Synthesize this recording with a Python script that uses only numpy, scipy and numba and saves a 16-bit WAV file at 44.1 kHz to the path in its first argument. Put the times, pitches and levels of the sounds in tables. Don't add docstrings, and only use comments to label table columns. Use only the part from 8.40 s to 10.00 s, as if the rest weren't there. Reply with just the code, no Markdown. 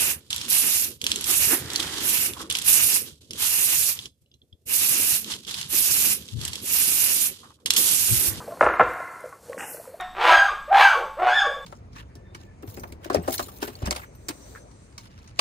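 import sys
import numpy as np
from scipy import signal
from scipy.io import wavfile
from scipy.ndimage import uniform_filter1d, minimum_filter1d
from numba import njit

SR = 44100
rng = np.random.default_rng(int(sys.argv[2]) if len(sys.argv) > 2 else 0)


def to_wav(sig):
    pcm = np.clip(np.atleast_2d(sig), -1, 1) * 32767
    pcm = np.round(pcm).astype(np.int16)
    wavfile.write(sys.argv[1], SR, pcm.T)


def amplitude_ratio(level_db):
    exponent = np.asarray(level_db, float) / 20
    return 10 ** exponent


N = 70560
T = np.arange(N) / SR


def level(x, db):
    return x * amplitude_ratio(db) / np.sqrt(np.mean(x ** 2))


def curve(table, column):
    points = np.array(table)
    return np.interp(T, points[:, 0], points[:, column])


@njit
def svf(x, hz, width):
    y, band_state, low_state = np.empty(len(x)), 0., 0.
    for i in range(len(x)):
        g = np.tan(np.pi * hz[i] / SR)
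        k = width / hz[i]
        v = (band_state + g * (x[i] - low_state)) / (1 + g * (g + k))
        band_state, low_state = 2 * v - band_state, low_state + 2 * g * v
        y[i] = k * v
    return y


def band(x, hz, width):
    return svf(x + 1e-18, hz + 0 * T[:len(x)], float(width))


def passband(x, low_hz, top_hz):
    return signal.sosfilt(signal.butter(N=4, Wn=[low_hz, top_hz], btype="band", fs=SR, output="sos"), x)


def ring(x, modes):
    out = 0
    for hz, db, t60 in modes:
        pole = np.exp((2j * np.pi * hz - np.log(1000) / max(t60, .003)) / SR)
        out = out + amplitude_ratio(db) * signal.lfilter([0, pole.imag], [1, -2 * pole.real, abs(pole) ** 2], x + 1e-18)
    return out


def add(out, s, sound):
    i = max(int(s * SR), 0)
    out[i:i + len(sound)] += sound[:max(N - i, 0)]


def walk(rate):
    k = int(SR / rate)
    steps = np.repeat(rng.standard_normal(N // k + 1), k)
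    return 2.2 * uniform_filter1d(uniform_filter1d(steps, k), k)[:N]


def flame():
    # frequency in Hz, level in dB per Hz
    spectrum = np.array([(30, -17), (100, 0.5), (300, -6), (600, 0), (1300, -11.5), (3300, -23),
                         (7000, -30), (14000, -19.5)])
    out, swell = 0, walk(2.6)
    for hz in 35 * 2 ** np.arange(0, 9.1, .5):
        db = np.interp(np.log(hz), np.log(spectrum[:, 0]), spectrum[:, 1]) + .3 * swell + .7 * walk(13.6)
        out = out + amplitude_ratio(db) * band(band(rng.standard_normal(N), hz, hz / 2), hz, hz / 2)
    whistle = band(rng.standard_normal(N), 4320, 270)
    return level(out, -55) + level(whistle, -73.5)


def spoon_taps():
    # time in seconds, peak in dB, pitch in Hz, t60 in seconds
    taps = [(.0044, -32, 996, 0.088), (0.016, -37, 1166, 0.11), (0.026, -38.5, 1188, 0.096),
            (0.11, -36, 1160, 0.049), (0.121, -34.5, 1050, 0.12), (0.141, -38.5, 1100, 0.11),
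            (0.1732, -34, 990, 0.031), (0.196, -33.5, 1430, 0.14), (0.927, -25.5, 1110, 0.089),
            (1.124, -37, 1100, 0.21), (1.1315, -25.5, 1910, 0.01), (1.1797, -24, 1620, 0.007),
            (1.196, -25, 1450, .012), (1.2063, -22, 1850, 0.01), (1.2088, -22, 2600, 0.011),
            (1.227, -28, 1300, 0.01), (1.478, -46, 1476, .015), (1.494, -45, 1510, 0.012),
            (1.539, -48, 1750, 0.013), (1.3709, -36, 1546, 0.033), (1.4554, -36.5, 970, 0.026),
            (1.5689, -53, 1500, 0.031)]
    out = np.zeros(N)
    knock = np.r_[np.hanning(12), -np.hanning(12), np.zeros(6000)]
    for s, db, hz, t60 in taps:
        hit = ring(knock, [(hz, 0, t60), (hz * 0.735, -3, t60 * 0.2), (hz * 1.3, -6, t60 * 0.52)])
        add(out, s - .0005, amplitude_ratio(db) * hit / np.abs(hit).max())
    return out


def kitchen(x):
    # band centre in Hz, level in dB, t60 in seconds
    decays = [(359.4, 2, 0.81), (498.3, 0.5, 0.68), (766.6, -2, 0.84), (1100, 0.5, 0.97),
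              (1474, -1.5, 1.16), (1912, 0.5, 1.2), (2530, 3, 0.59), (3460, 0, 0.69), (191, -3.5, 0.93)]
    noise = rng.standard_normal(N) * np.clip(T / 0.01, 0, 1)
    tail = 0
    for hz, db, t60 in decays:
        tail = tail + amplitude_ratio(db - 60 * T / t60) * band(band(noise, hz, hz / 2.05), hz, hz / 1.95)
    return signal.fftconvolve(x, tail / 30)[:N]


def blip(hz, cycles, glide):
    samples = cycles / hz * SR
    u = np.arange(int(samples)) / samples
    return np.sin(np.pi * u ** 0.68) * np.sin(2 * np.pi * cycles * (u + glide * u ** 2 / 2))


def curry():
    # time in seconds, peak in dB, pitch in Hz, drive of the air column in dB
    bubbles = [(0.063, -47, 610, -14), (0.079, -29.5, 703, -3.5), (0.083, -33, 533, -2.5),
               (0.092, -30, 562, -7.5), (0.109, -32.5, 666, -2), (0.1235, -27.5, 626, -3.5),
               (0.171, -43, 680, -25), (0.604, -25, 617, -9.5), (0.684, -42, 585, -6),
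               (0.842, -26, 570, -3.5), (0.85, -42, 550, -0.5), (0.858, -26.5, 533, -6),
               (1.033, -42, 540, -31), (1.085, -47.5, 462, 1.5), (1.098, -29.5, 525, -4),
               (1.109, -32.5, 537, -16), (1.146, -32, 553, -6.5), (1.172, -31, 507, -32),
               (1.346, -30.5, 551, -11.5), (1.399, -32.5, 597, -9), (1.454, -52, 660, 3),
               (1.476, -36, 525, -3), (1.503, -61, 500, -13.5), (1.521, -49, 516, 4),
               (1.544, -30.5, 611, -8), (1.572, -56, 604, -27), (1.593, -41, 530, -15)]
    # frequency in Hz, level in dB, t60 in seconds
    air_modes = [(476, -5.5, 0.23), (525, 2, 0.13), (597.5, -4, 0.051), (683, 2, 0.059), (1110, -15, .08)]
    # time in seconds, peak in dB, pitch in Hz
    spits = [(0.0816, -38, 10400), (0.4344, -34, 5800), (0.4887, -38, 5300), (0.535, -30, 13300),
             (0.8068, -29.5, 9500), (0.8614, -35.5, 9700), (0.893, -32, 9900), (1.0424, -45, 9340),
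             (1.0984, -35, 9100), (1.131, -40, 9500), (1.1524, -43, 10400)]
    simmer_per_s, simmer_db, simmer_scatter_db = 98, -59, 1.5
    pops, drive, splat, small, spit = np.zeros((5, N))
    for s, db, hz, ring_db in bubbles:
        bubble = amplitude_ratio(db) * blip(hz, 5.65, 0.075)
        add(pops, s - .002, bubble)
        add(drive, s - .002, amplitude_ratio(ring_db) * bubble)
        add(splat, s - .002, amplitude_ratio(db - 8.5) * np.exp(-T[:400] / 0.001))
    for when, size, pitch in rng.random((200, 3)):
        gain = amplitude_ratio(-simmer_scatter_db * np.log(size))
        add(small, when * 200 / simmer_per_s, gain * blip(380 * 3.1 ** pitch, 1.81, 0.25))
    for s, db, hz in spits:
        sizzle = band(rng.standard_normal(600), hz, 1700) * np.exp(-T[:600] / 0.0044)
        add(spit, s - .001, amplitude_ratio(db - 3) * sizzle)
    small = level(small, simmer_db)
    air = ring(drive + small, air_modes) * amplitude_ratio(-41.0)
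    return pops + small + air + band(splat * rng.standard_normal(N), 1400, 1600) + spit


def thuds():
    # time in seconds, peak in dB, pitch in Hz, t60 in seconds
    bumps = [(0.078, -55, 88.4, 1), (0.23, -31, 123.4, 0.11), (.228, -33, 55, 0.46),
             (0.27, -33.5, 74, 0.17), (0.42, -26.5, 118, 0.084), (0.418, -35, 52, 0.43),
             (0.47, -36, 91, .15), (1, -40.5, 68, 0.11), (0.075, -50, 215, 0.086),
             (1.1794, -22, 290, 0.017), (1.7, -30, 155, 0.04)]
    out, t = np.zeros(N), T[:30000]
    for s, db, hz, t60 in bumps:
        add(out, s, amplitude_ratio(db - 60 * t / t60) * np.clip(t * hz, 0, 1) * np.sin(2 * np.pi * hz * t))
    return out


def latch():
    # time in seconds, level in dB, decay in seconds
    rattles = [
        (0.206, -38, 0.041),
        (0.242, -43, 0.012),
        (.404, -85, 0.0058),
    ]
    envelope = np.zeros(N)
    for s, db, decay in rattles:
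        add(envelope, s, amplitude_ratio(db) * np.exp(-T[:8000] / decay))
    return passband(envelope * rng.standard_normal(N), 1700, 9900)


def door():
    # time in seconds, peak in dB, centre of the part that speaks in Hz
    contacts = [(.2098, 6, 1330), (.2125, -2.5, 903), (.2148, -3, 820), (.226, -4, 1210), (.231, -8, 780),
                (.236, -8, 660), (.245, -11.5, 1420), (.2525, -10, 1100), (.263, -11.5, 1500),
                (0.2644, -4, 920), (.269, -7, 880), (.272, -6.5, 970), (.286, -11.5, 1410),
                (.289, -10.5, 1410), (.299, -12.5, 1000), (.339, -14, 1430), (.3958, -5, 1310),
                (.3975, -4.5, 1440), (.4, -2, 580), (.4028, -4.5, 640), (.4062, -2.5, 1310),
                (.4078, -1, 1100), (.4112, -3.5, 666), (.4135, -8.5, 1150), (.4175, -9.5, 940),
                (.422, -15, 600), (.4275, -11, 790)]
    # frequency in Hz, level in dB, t60 in seconds
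    panel = [(334, -1, 0.049), (492.5, -0.5, 0.086), (570.5, 5.5, 0.036), (660, 3.5, 0.031),
             (736, -4, 0.034), (845, 12, 0.01), (220, -23, 0.054), (1110, 7, 0.014), (2890, -3.5, 0.0077),
             (1332, 11.5, 0.015), (1449, -4, 0.034), (1688, 6.5, 0.012), (2092, 0.5, 0.014),
             (2396, 2.5, 0.0073)]
    push_s, focus_db = 0.00053, 6
    out, t = np.zeros(N), T[:6000]
    push = t / push_s * np.exp(-t / push_s)
    for s, db, centre in contacts:
        hit = 0
        for hz, mode_db, t60 in panel:
            detune, uneven, phase = rng.standard_normal(3)
            force = push * np.cos(2 * np.pi * hz * t + 3 * phase)
            gain_db = mode_db + 0.99 * uneven - focus_db * np.log2(hz / centre) ** 2
            hit = hit + ring(force, [(hz * (1 + 0.019 * detune), gain_db, t60)])
        add(out, s - .001, amplitude_ratio(db) * hit / np.abs(hit).max())
    return passband(out, 124, 3600)


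def splinter(bang):
    envelope = uniform_filter1d(np.abs(bang), size=60)
    return passband(envelope * rng.standard_normal(N), 156, 2700)


def spoon_drag():
    # time in seconds, level in dB
    stroke = [
        (1.177, -42.5),
        (1.19, -37),
        (1.208, -38.5),
        (1.23, -35),
        (1.25, -37),
        (1.32, -49.5),
        (1.42, -58.5),
    ]
    # frequency in Hz, width in Hz, level in dB
    resonances = [(293, 230, -1), (767, 225, 6), (1600, 490, 6.5), (1820, 270, -5), (2630, 290, -1.5),
                  (2840, 81, -3), (8000, 1900, -1)]
    grains_per_s, scatter_db = 6400, 7
    chance, size, sign = rng.random((3, N))
    grit = (chance < grains_per_s / SR) * amplitude_ratio(scatter_db * 2 * size) * np.sign(sign - .5)
    body = 0
    for hz, width, db in resonances:
        body = body + amplitude_ratio(db) * level(band(band(band(grit, hz, width), hz, 2 * width), hz, 2 * width), 0)
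    contact = np.clip((T - stroke[0][0]) / 0.004, 0, 1) * np.clip((stroke[-1][0] - T) / 0.036, 0, 1)
    return level(body, 0) * amplitude_ratio(curve(stroke, 1) + 0.47 * walk(90.9)) * contact


def steam():
    # time in seconds, level in dB, centre in Hz
    flow = [
        (1.178, -56, 8000),
        (1.186, -48, 8000),
        (1.24, -45.5, 8800),
        (1.31, -40, 11500),
        (1.38, -45.5, 11230),
        (1.45, -51, 9960),
        (1.54, -60.5, 9800),
    ]
    hiss = svf(rng.standard_normal(N), curve(flow, 2), 7000.)
    return level(passband(hiss, 3700, 22000), 0) * amplitude_ratio(curve(flow, 1) + .6 * walk(33.0))


def scene():
    # time in seconds, gain in dB
    flame_gain = [(.2, 8.5), (.27, 11), (.45, 7), (.6, 4)]
    # time in seconds, gain in dB
    fader = [(0, 2.5), (.2, -0.93), (.4, -0.5), (.9, -3.5), (1.005, -6.5), (1.06, 0.5), (1.6, -0.5)]
    change_s, change_fade_s = 1.0, 0.031
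    bang, pot = door(), curry() + spoon_taps() + spoon_drag()
    crack = splinter(bang)
    before_change = np.clip((change_s - T) / change_fade_s, 0, 1)
    ringing = amplitude_ratio(-6.5) * kitchen(bang + amplitude_ratio(-8.5) * crack) * before_change
    mid = bang + amplitude_ratio(-13.5) * crack + latch() + ringing + thuds()
    mid = mid + pot + amplitude_ratio(-17.5) * kitchen(pot)
    mid = (mid + steam() + flame() * amplitude_ratio(curve(flame_gain, 1))) * amplitude_ratio(curve(fader, 1))
    side = amplitude_ratio(-14.5) * np.roll(mid, 90) + amplitude_ratio(-18.0) * band(np.roll(mid, 300), 280, 200)
    side = amplitude_ratio(-22) * side
    return np.array([mid + side, mid - side])


def thin_patches(x):
    # start in seconds, end in seconds, low in Hz, top in Hz, share dropped 0-1
    thinned = [(.07, .16, 6600, 7300, .6), (.225, .275, 10800, 14200, .7), (.275, .39, 7500, 14200, .62),
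               (.3, .39, 4500, 7500, .35), (.412, .455, 8000, 14200, .7), (.455, .56, 5000, 13000, .2),
               (.6, .85, 3300, 7500, .1), (1.165, 1.21, 3300, 4900, .5), (1.21, 1.27, 3850, 4950, 1),
               (1.265, 1.335, 3150, 5000, .9), (1.335, 1.41, 3050, 4000, .75), (1.46, 1.52, 3300, 3800, .5)]
    hz, s, z = signal.stft(x, SR, nperseg=1024, noverlap=768)
    patches = rng.random((len(hz) // 5 + 1, len(s) // 8 + 1))
    patches = np.repeat(np.repeat(patches, 5, axis=0), 8, axis=1)[:len(hz), :len(s)]
    for start, end, low, top, share in thinned:
        inside = ((hz >= low) & (hz < top))[:, None] & ((s >= start) & (s < end))
        z = z * np.where(inside & (patches < share), .005, 1)
    return signal.istft(z, SR, nperseg=1024, noverlap=768)[1][:, :N]


def limit(x):
    room = np.minimum(.97 / (np.abs(x).max(axis=0) + 1e-9), 1)
    return x * uniform_filter1d(minimum_filter1d(room, size=301), size=301)


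def band_limit(x):
    return signal.sosfilt(signal.butter(12, 15920, fs=SR, output="sos"), x)


def record(dry):
    cut = signal.sosfilt(signal.ellip(10, .2, 80, 14750, fs=SR, output="sos"), dry)
    cut = signal.sosfilt(signal.butter(2, 40, "high", fs=SR, output="sos"), cut)
    mix = limit(thin_patches(cut))
    return band_limit(mix)


dry = scene()
out = record(dry)
to_wav(out)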